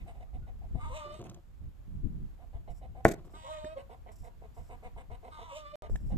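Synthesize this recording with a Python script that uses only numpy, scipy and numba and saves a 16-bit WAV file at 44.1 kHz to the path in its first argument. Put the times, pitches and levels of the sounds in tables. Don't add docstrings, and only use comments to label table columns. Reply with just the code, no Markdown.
import sys
import numpy as np
from scipy import signal
from scipy.fft import rfft, irfft
from scipy.io import wavfile
from scipy.ndimage import uniform_filter1d, map_coordinates
from numba import njit

SR = 44100
rng = np.random.default_rng(int(sys.argv[2]) if len(sys.argv) > 2 else 0)


def volts_from_decibels(level):
    exponent = np.asarray(level, float) / 20
    return 10 ** exponent


def digitize_waveform(pressure):
    field = np.atleast_2d(pressure).T
    bounded = np.clip(field, -1, 1)
    quanta = np.round(bounded * 32767).astype(np.int16)
    wavfile.write(sys.argv[1], SR, quanta)


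N = 272097
T = np.arange(N) / SR


def level(x, db=0):
    return x * volts_from_decibels(db) / np.sqrt(np.mean(x ** 2, axis=-1, keepdims=True))


def curves(spans):
    rows = np.concatenate(spans)
    gate = sum((T > s[0][0]) & (T < s[-1][0]) for s in spans)
    columns = [np.interp(T, rows[:, 0], column) for column in rows.T[1:]]
    return columns + [uniform_filter1d(1. * gate, size=400)]


def swell(start, length, rise, fall):
    end = start + max(length, rise)
    return np.interp(T, [start, start + rise, end, end + fall], [0, 1, 1, 0])


def band(x, lo_hz, hi_hz, order=2):
    return signal.sosfilt(signal.butter(order, [lo_hz, hi_hz], "band", fs=SR, output="sos"), x)


def noise(channels=1):
    return np.squeeze(rng.standard_normal((channels, N)))


def walk(rate_hz):
    hold = int(SR / rate_hz)
    steps = np.repeat(rng.standard_normal(N // hold + 1), hold)
    return 1.9 * uniform_filter1d(steps, hold)[:N]


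@njit
def ring(x, hz, width):
    y, b, l = np.empty(len(x)), 0., 0.
    for i in range(len(x)):
        g, k = np.tan(np.pi * hz[i] / SR), width / hz[i]
        v = (b + g * (x[i] - l)) / (1 + g * (g + k))
        b, l, y[i] = 2 * v - b, l + 2 * g * v, k * v
    return y


def tract(x, modes):
    out = 0
    for hz, width_hz, db in modes:
        g = np.tan(np.pi * hz / SR)
        k = g * width_hz / hz
        pole = np.array([k, 0, -k, 1 + k + g * g, 2 * (g * g - 1), 1 - k + g * g]) / (1 + k + g * g)
        out = out + volts_from_decibels(db) * signal.sosfilt([pole, pole], x)
    return out


def beak(x, modes, scale):
    top = band(x, 1300, 15000, order=3)
    out = 0
    for k, (hz, width_hz, db) in enumerate(modes):
        out = out + (-1) ** k * volts_from_decibels(db + 1.0 * walk(22)) * ring(top, hz * scale, 1. * width_hz)
    return level(out)


def glottis(hz, rough, uneven):
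    step = hz * (1 + .05 * rough * walk(90) + .1 * rough * walk(260)) / SR
    phase = np.cumsum(step)
    cycle = phase.astype(int)
    scatter = np.clip(rng.standard_normal(N // 40), -1.5, 1.5)[cycle]
    size = volts_from_decibels(4 * rough * scatter) * (1 - np.clip(uneven, 0, 1) * (cycle % 2))
    pulse = np.clip(1 - abs(phase - np.round(phase)) / step, 0, 1)
    breath = .22 * rough * np.exp(-(phase - cycle) / .4) * noise()
    return size * (pulse + breath)


# start in
# s, length in s, level in dB, leading (third) overtone in Hz, treble in dB.
NARROW_CLUCKS = [(-.03, 0.053, -74.5, 700, 2), (.058, 0.056, -55.5, 695, -12.5),
                 (.135, 0.05, -63, 649.3, -14), (.197, 0.037, -57.5, 713.3, -13),
                 (.327, 0.041, -59.5, 721.5, -14.5), (.465, 0.034, -57, 703, -14.5),
                 (.612, 0.05, -60.5, 656, -26), (.745, 0.049, -54.5, 704, -16.5),
                 (2.385, 0.063, -63.5, 705.3, -17), (2.528, 0.05, -57.5, 685, -17),
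                 (2.672, 0.046, -55.5, 709, -18.5), (2.811, 0.047, -56, 703.4, -16),
                 (2.948, 0.058, -55, 738, -24), (6.098, 0.039, -52.5, 786, -19.5)]
OPEN_CLUCKS = [(1.238, .03, -54, 687, -6.5), (3.765, .05, -58.5, 694.3, -6.5),
               (3.892, 0.052, -52, 742, -15.5), (4.058, 0.063, -56.5, 676.6, -15),
               (4.228, 0.053, -56, 715.6, -16), (4.416, 0.043, -56.5, 668, -21.5),
               (4.562, 0.051, -56, 709.2, -15), (4.691, 0.059, -53.5, 726, -12),
               (4.822, 0.053, -54.5, 720, -11), (4.959, 0.059, -54.5, 745, -10.5),
               (5.096, 0.058, -54.5, 697, -13), (5.226, 0.06, -54, 709, -18),
               (5.385, 0.045, -53, 684.3, -17), (5.822, 0.049, -55, 679.5, -8.5)]
# centre in Hz, width in Hz, level in dB.
NARROW_THROAT = [(330, 230, 1), (530, 49, 7), (712, 220, 9.5), (970, 100, -5.5), (1390, 560, -15.5)]
OPEN_THROAT = [(250, 73, -2), (477, 180, 4.5), (700, 125, 10), (920, 182, 6.5), (1060, 49, -14.5)]
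BEAK = [(1510, 520, 8.5), (1950, 380, 11), (2570, 450, 6), (3000, 500, 1), (3400, 260, 3),
        (3900, 570, -4.5), (4500, 550, -8), (5500, 980, -12.5), (7400, 2000, -8), (11200, 3600, -26)]


def clucks(table, throat, rough):
    arch, sag_db = 0.61, 1.5
    hz, body, treble = np.full(N, 300.), np.zeros(N), np.zeros(N)
    for s, length, db, lead_hz, treble_db in table:
        part = np.clip((T - s) / length, -.2, 1.2)
        hz = np.where(T > s - .02, lead_hz / 3 * (1.04 - arch * (part - .7) ** 2), hz)
        body += volts_from_decibels(db - sag_db * part) * swell(s, length, rise=.007, fall=.014)
        treble += volts_from_decibels(db + treble_db) * swell(s + .1 * length, .85 * length, .25 * length, 0.3 * length)
    voice = glottis(hz, rough, uneven=.35) * volts_from_decibels(1.2 * walk(80))
    bright = beak(level(voice) + .4 * noise(), BEAK, 1 + 0.033 * walk(7.7))
    return body * level(tract(voice, throat)) + treble * bright


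# time in s, throat in Hz, level in dB, beak opening as treble in dB,
# main beak resonance in Hz.
SQUAWKS = [
    [(0.795, 1100, -54, -18, 3860), (0.817, 1140, -49, -16, 3770), (0.901, 920, -51, -15.5, 3370),
     (0.965, 955, -54, 0.5, 3340), (1.005, 1080, -45.5, -13.5, 3400), (1.101, 1130, -61.5, -13, 3630),
     (1.131, 1100, -56, -7.5, 3600), (1.2, 1010, -67, -2.5, 3700)],
    [(3.335, 1150, -56, -21, 3700), (3.353, 1100, -52.5, -13, 3650), (3.383, 910, -58, -7, 3645),
     (3.485, 876, -49, -11.5, 3386), (3.535, 1104, -49.5, -8.5, 3440), (3.657, 970.5, -58, -12, 3540),
     (3.699, 1205, -55, -21, 3300), (3.75, 1100, -68, -18, 3310)],
    [(5.305, 1100, -73, -10, 3800), (5.323, 1144, -51.5, -18, 3743), (5.397, 1021, -51, -14, 3443),
     (5.439, 1014, -56.5, -9, 3455), (5.475, 979, -51.5, -17.5, 3360), (5.547, 955.4, -53.5, -4, 3280),
     (5.571, 943, -63.5, 9, 3237), (5.63, 1200, -61.5, -7, 3620)],
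]
# centre in Hz, width in Hz, level in dB.
WIDE_BEAK = [(1540, 630, 4.5), (2000, 200, 8.5), (2670, 400, 2.5), (3650, 540, 4), (4320, 510, 1.5),
             (4770, 660, -3.5), (6200, 700, -6), (7070, 420, -3.5), (7820, 800, -2.5), (9700, 1800, -13),
             (11900, 4200, -19.5)]


def squawks():
    full_voice_hz, idle_hz, beak_rest_hz, throat_width_hz = 575, 308, 3650, 340.0
    throat_hz, db, treble_db, beak_hz, gate = curves(SQUAWKS)
    note_hz, *_, singing = curves(sorted(NOTES + NOTE_ENDS))
    locked = (singing > .5) & (note_hz > full_voice_hz)
    hz = np.where(locked, note_hz / 2, idle_hz * (1 + 0.023 * walk(12)))
    voice = glottis(uniform_filter1d(hz, size=300), rough=.14, uneven=.5)
    throat = ring(ring(voice, throat_hz, throat_width_hz), throat_hz, throat_width_hz)
    breath = level(voice) + volts_from_decibels(-16 + 1.3 * walk(20)) * noise()
    hoarse = beak(breath, WIDE_BEAK, beak_hz / beak_rest_hz)
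    return gate * volts_from_decibels(db) * (level(throat) + volts_from_decibels(treble_db) * hoarse)


# time in s, pitch in Hz, level in dB, octave in dB.
NOTES = [
    [(0.9, 511.5, -55, -66), (0.924, 505.6, -57, -48), (0.952, 612, -46, -53), (0.964, 622, -46, -78),
     (1.032, 591, -52.5, -52), (1.108, 591.4, -54.5, -50), (1.158, 621.6, -50, -73), (1.2, 612, -71, -72)],
    [(3.43, 530, -69, -80), (3.448, 541.7, -51.5, -53), (3.474, 546.7, -57, -45), (3.49, 616.3, -50, -74),
     (3.516, 629.3, -43.5, -49), (3.612, 611.4, -49, -74), (3.674, 619.5, -41.5, -66),
     (3.744, 636.7, -58.5, -73), (3.755, 665, -78, -79.5)],
    [(5.5, 573, -79, -53), (5.53, 548.6, -49, -59), (5.572, 618, -45.5, -61), (5.658, 587, -61, -50),
     (5.718, 590.3, -69.5, -49), (5.74, 602.6, -44, -61), (5.76, 599.3, -38.5, -62)],
]
NOTE_ENDS = [
    [(3.756, 532, -64, -70), (3.775, 545, -42, -55), (3.81, 545, -48, -59), (3.835, 520, -66, -70)],
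    [(5.815, 625, -51, -56), (5.838, 617, -48, -54), (5.86, 612, -55, -66), (5.885, 600, -70, -80)],
]
# multiple of the pitch, level in dB.
OVERTONES = [(3, -20), (4, -19), (5, -25.5), (6, -24), (7, -29.5), (8, -30.5), (9, -39), (10, -39),
             (11, -49), (12, -33.5), (13, -35), (14, -46)]


def notes():
    half_share, upper_db = 0.084, -17
    throb_depth_db, throb_period_s, throb_peak_s = 2, .07, 0.087
    hz, db, octave_db, gate = curves(sorted(NOTES + NOTE_ENDS))
    turn = 2 * np.pi * np.cumsum(hz * (1 + 0.004 * walk(45))) / SR
    upper = 0
    for k, overtone_db in OVERTONES:
        waver = .045 * k * walk(150)
        upper = upper + volts_from_decibels(overtone_db + 1.5 * walk(30)) * np.sin(k * turn + waver)
    upper = level(upper) + volts_from_decibels(-14) * beak(noise(), WIDE_BEAK, hz / 600)
    upper *= np.clip((hz - 500) / 90, .1, 1) * (1 + 3 * half_share * np.cos(turn / 2))
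    stack = volts_from_decibels(db) * np.sin(turn) + volts_from_decibels(octave_db) * np.sin(2 * turn)
    stack += volts_from_decibels(np.maximum(db - 5, octave_db) + upper_db) * upper
    starts, ends = np.array([n[0][0] for n in NOTES]), [n[-1][0] for n in NOTES[:-1]]
    age = T - starts[np.searchsorted(ends, T)]
    throb_db = throb_depth_db * np.cos(2 * np.pi * (age - throb_peak_s) / throb_period_s)
    dip = 1 + half_share * np.cos(turn / 2)
    return np.sqrt(2) * gate * stack * volts_from_decibels(throb_db + 1.3 * walk(50)) * dip


# start in s, length in s, pitch in Hz, level in dB.
PEEP = [
    (.41, .045, 1452, -72),
    (.265, .035, 1250, -73),
]


def peep():
    out = np.zeros(N)
    for s, length, hz, db in PEEP:
        out += volts_from_decibels(db) * np.sqrt(2) * swell(s, length, .01, .012) * np.sin(2 * np.pi * hz * T)
    return out


def hens_at_ports(x):
    lag_samples = 13 + 1.8 * walk(5.5)
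    left = map_coordinates(x, [np.arange(N) - lag_samples], mode="nearest")
    age, t60_s = T[:SR // 50], .02
    scatter = band(rng.standard_normal((2, SR // 50)), 1200, 13000, order=1) * volts_from_decibels(-60 * age / t60_s)
    scatter *= volts_from_decibels(-2) / np.sqrt((scatter ** 2).sum(axis=1, keepdims=True))
    direct = np.array([left * volts_from_decibels(0.5), x * volts_from_decibels(2.97)])
    return direct + signal.fftconvolve(x[None], scatter, axes=1)[:, :N]


# frequency in Hz, level in dB, t60 in s.
BOTTLE = [(211.5, -6, 0.11), (345, -5, 0.11), (670, 3, 0.038), (1070, -13, 0.065), (1496, -9.5, 0.05),
          (1670, -14.5, 0.04), (1845, -11, 0.031), (1950, 3.5, 0.008), (1980, -16, 0.05), (2260, -7, 0.04),
          (2520, -31, 0.04)]
TABLE_TOP = [(130.6, -13.5, 0.15), (455, -2.5, 0.053), (798, -12.5, 0.079), (1860, -16, 0.029),
             (2210, -14.5, 0.015)]
# time in s, body in dB, scrape in dB, length in s.
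BOUNCES = [
    (3.0513, -1, -26, 0.00076),
    (3.06, -13.5, -36.5, 0.0044),
    (3.069, -39, -40, 0.0045),
    (3.083, -21, -32, 0.0071),
    (3.099, -27.5, -47.5, 0.006),
    (3.109, -33, -50.5, 0.004),
    (3.115, -30, -34.5, 0.0065),
    (3.126, -39, -49, 0.002),
    (3.138, -31.5, -43.5, 0.0049),
]


def bottle():
    knock_s, rebound_s = 3.0521, .0011
    age = T[:SR // 4]
    wall = sum(volts_from_decibels(db) * np.sin(2 * np.pi * hz * age) * volts_from_decibels(-60 * age / t60) for hz, db, t60 in BOTTLE + TABLE_TOP)
    blow = np.exp(-((T - knock_s) / .0001) ** 2)
    knock = -band(signal.fftconvolve(blow, wall)[:N], 27, 2100)
    puff = .8 * np.exp(-((T - knock_s - rebound_s) / .0002) ** 2)
    knock = knock / abs(knock).max() + puff
    touches = noise() * (rng.random(N) < .25)
    chatter = band(signal.fftconvolve(touches, wall * volts_from_decibels(-1500 * age))[:N], 110, 500, order=1)
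    body, scrape = np.zeros(N), np.zeros(N)
    for s, db, scrape_db, length in BOUNCES:
        contact = np.clip((T - s) / 0.0048 + 1, 0, 1) * np.clip((s + length - T) / 0.0055 + 1, 0, 1)
        body += volts_from_decibels(db - 7) * contact * (s > knock_s + .005)
        scrape += volts_from_decibels(scrape_db - 11.0) * contact
    return volts_from_decibels(-1.6) * knock + body * level(chatter), scrape


def scrape_hiss():
    # centre in Hz, width in Hz, level in dB
    grain = [(3480, 1300, 5.0), (6300, 2000, 6.0), (7360, 2600, 5.5), (9600, 2200, -1.5),
             (11900, 2600, 2), (13800, 1800, -1.5), (2300, 1200, 4.5), (4890, 960, 5.5)]
    both = tract(noise(), grain)
    return level(np.array([both + 1.6 * tract(noise(), grain), both + 1.6 * tract(noise(), grain)]))


# time in s, peak in dB, ring in Hz, tick in dB.
TAPS = [(0.753, -42, 250, -42), (1.139, -61, 400, -2), (1.24, -52, 403, -5), (1.192, -47, 345, -17),
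        (1.2143, -45.5, 358, -13), (1.267, -54, 250, -8), (1.2957, -52, 352, 0), (1.344, -58, 366, 0),
        (3.181, -51.5, 374, -39.5), (3.273, -60, 385, -24), (3.339, -50.5, 332, -61),
        (3.645, -44, 330, -19), (3.646, -51, 1810, -16), (3.653, -46, 306, -30), (3.337, -55.5, 700, -23),
        (5.897, -41, 457.5, -28), (5.822, -50, 520, -14)]
KNIFE = [
    (5.9556, -47, 710, -40),
    (5.9582, -47.5, 1760, -5.5),
]
# centre in Hz, width in Hz, level in dB.
TICK = [(1700, 700, 0), (2870, 500, 6.5), (3700, 490, 6.5), (5500, 1200, 3), (6830, 1100, 10),
        (8200, 1600, -1), (9600, 1300, -5), (13300, 2600, -9.5)]


def taps():
    out, tick = np.zeros(N), beak(noise(), TICK, np.ones(N))
    for s, db, hz, tick_db in TAPS + KNIFE:
        age = np.clip(T - s, 0, None)
        tone = np.sin(2 * np.pi * hz * age) * np.exp(-age / 0.0023)
        thud = .5 * np.sin(2 * np.pi * 280 * age) * np.exp(-age / 0.00044)
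        click = volts_from_decibels(tick_db) * tick * swell(s, 0.0026, 0.0008, 0.0056)
        out += volts_from_decibels(db) * (3.16 * (tone - thud) + click)
    return out


# start in s, length in s, level in dB.
DRAG = [
    (1.04, 0.11, -54),
    (1.19, 0.11, -49.5),
    (1.31, 0.074, -61),
    (3.14, 0.032, -53),
    (3.18, 0.13, -56.5),
    (3.335, 0.029, -51),
]
# centre in Hz, width in Hz, level in dB.
CANE = [(138, 145, 9), (345, 80, 8.5), (520, 76, 2.5), (699, 58, 5), (1015, 520, -7), (1800, 3100, -22)]


def drag():
    slips = noise() * (rng.random(N) < .012) * volts_from_decibels(0.44 * walk(32.46))
    slides = sum(volts_from_decibels(db) * swell(s, length, rise=0.0077, fall=0.035) for s, length, db in DRAG)
    return slides * level(tract(slips, CANE))


# start in s, length in s, level in dB.
RUSTLE = [(2.698, 0.024, -74.5), (2.74, 0.049, -75), (3.247, 0.013, -76.5), (3.302, 0.027, -74.5),
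          (4.115, 0.02, -71), (4.155, .012, -68.5), (4.182, .022, -69), (4.218, .01, -72.5),
          (4.237, 0.042, -73), (4.544, 0.075, -76), (4.628, .06, -77.5), (5.896, 0.067, -72.5),
          (5.971, 0.13, -79), (6.09, 0.051, -80.5)]
# centre in Hz, width in Hz, level in dB.
CLOTH = [(5450, 1500, 1), (7500, 1600, 2), (10700, 2100, -4.5), (12370, 3300, -4)]


def rustle():
    steps = sum(volts_from_decibels(db) * swell(s, length, .003, 0.021) for s, length, db in RUSTLE)
    flicker = volts_from_decibels(walk(60) + .5 * walk(18))
    hiss = tract(noise() + .5 * noise(channels=2), CLOTH)
    return steps * flicker * level(band(hiss, 4800, 14500, order=3))


# time in s, strength in dB.
WIND = [
    (0, -51),
    (.74, -39.5),
    (1.27, -54),
    (2.18, -46),
    (2.4, -50),
    (2.94, -46),
    (3.45, -52.5),
    (4.84, -50),
    (5.77, -52),
    (6.17, -32.5),
]
# start in s, length in s, rumble in dB, flutter in dB, left minus right in dB.
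GUSTS = [(0, 0.051, -42, -62.5, 2), (0.328, 0.1, -42.5, -60.5, 7), (0.554, 0.21, -67, -74, 17),
         (0.73, 0.023, -45, -37, 14), (0.819, 0.11, -43.5, -84, -4), (1.193, 0.14, -80, -50.5, 0),
         (1.593, 0.092, -46.5, -64, -7), (1.86, 0.16, -49, -51.5, -7.5), (2.019, 0.047, -43, -39.5, 23.5),
         (2.077, 0.18, -42, -44.5, -0.5), (2.537, 0.066, -47, -78, -1), (2.682, 0.036, -46, -83, -11),
         (2.812, 0.16, -57.5, -92, 23), (3.087, 0.12, -55.5, -64, -4), (4.189, 0.038, -49.5, -69, 0),
         (4.57, 0.053, -50, -74.5, -11), (4.717, 0.044, -47.5, -84.5, -0.5), (4.838, 0.036, -47.5, -70, 10),
         (4.917, 0.055, -52.5, -82, -4), (5.078, 0.053, -47.5, -83, 14.5), (5.886, 0.066, -32, -54, 5),
         (5.994, 0.095, -42.5, -49.5, 0.5), (6.108, 0.054, -38.5, -36, -7.5)]
# time in s, peak in dB, frequency in Hz, left minus right in dB.
PUFFS = [
    (0.749, -34.5, 52, 17),
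    (1.952, -39, 116, 24.5),
    (2.041, -25.5, 52, 14),
    (2.549, -31, 56.4, 7),
    (3.641, -36.5, 110, 0),
    (5.929, -33.5, 49.7, 3),
    (6.121, -30, 60.6, 3),
    (6.159, -30.5, 175, -22),
]


def wind():
    db, _ = curves([WIND])
    sides = np.array([[.5], [-.5]])
    air = noise(channels=2) + 0.32 * noise()
    rumble, flutter = volts_from_decibels(db), volts_from_decibels(-81.5 - 5 * (db + 55.5))
    for s, length, rumble_db, flutter_db, pan_db in GUSTS:
        push = volts_from_decibels(sides * pan_db) * swell(s, length, rise=0.019, fall=0.047) ** 2
        rumble = rumble + volts_from_decibels(rumble_db) * push
        flutter = flutter + volts_from_decibels(flutter_db) * push
    eddies = np.array([walk(13), walk(16)])
    out = rumble * volts_from_decibels(1.0 * eddies) * level(band(air, 21, 69.6))
    out += flutter * volts_from_decibels(0.63 * eddies) * level(band(band(air, 49, 160), 27, 320))
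    for s, peak_db, hz, pan_db in PUFFS:
        cycles = (T - s) * hz - .35
        out -= volts_from_decibels(peak_db + sides * pan_db) * np.cos(2 * np.pi * cycles) * np.exp(-(cycles / 0.36) ** 2)
    return out


def wall_echo(x):
    age, t60_s = T[:SR // 2], .22
    walls = band(rng.standard_normal((2, SR // 2)), 140, 4200, order=1) * volts_from_decibels(-60 * age / t60_s) * (age > .012)
    walls *= volts_from_decibels(-13.5) / np.sqrt((walls ** 2).sum(axis=1, keepdims=True))
    return signal.fftconvolve(x[None], walls, axes=1)[:, :N]


# frequency in Hz, level in dB per Hz.
YARD = [(150, -5), (250, -7.5), (328, -9), (376, -13), (509, -14), (1060, -18), (1760, -23.5),
        (3180, -27.5), (5950, -34), (7170, -30.5), (9410, -38), (13400, -31), (14400, -35.5)]


def yard():
    hz = np.fft.rfftfreq(N, 1 / SR) + 1
    knot_hz, knot_db = np.array(YARD).T
    colour = volts_from_decibels(np.interp(np.log(hz), np.log(knot_hz), knot_db))
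    mid, side = rfft(noise(channels=2)) * colour
    apart = np.clip(1.1 - hz / 16000, .1, 1)
    hush = irfft(mid + apart * side * np.array([[1], [-1]]), N)
    return level(hush, -65.5) * volts_from_decibels(.7 * walk(5))


def scene():
    hens = clucks(NARROW_CLUCKS, NARROW_THROAT, rough=.33) + clucks(OPEN_CLUCKS, OPEN_THROAT, rough=.36)
    hens = hens + squawks() + notes() + peep()
    body, scrape = bottle()
    table = body + taps() + drag()
    near = np.array([np.roll(table, -4), table])
    near = near + scrape * np.array([[1.2], [.9]]) * scrape_hiss() + rustle()
    return hens_at_ports(hens) + near + wall_echo(hens + 0.32 * table) + wind() + yard()


def roll_off(x):
    return signal.sosfilt(signal.butter(12, 14380, fs=SR, output="sos"), x)


def record(dry):
    silent_from_s, silent_to_s, top_hz = 5.7562, 5.822, 14300
    joined = dry * ((T < silent_from_s) | (T > silent_to_s))
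    dull = signal.sosfilt(signal.ellip(8, .2, 60, top_hz, fs=SR, output="sos"), joined)
    return roll_off(dull)


dry = scene()
out = record(dry)
digitize_waveform(out)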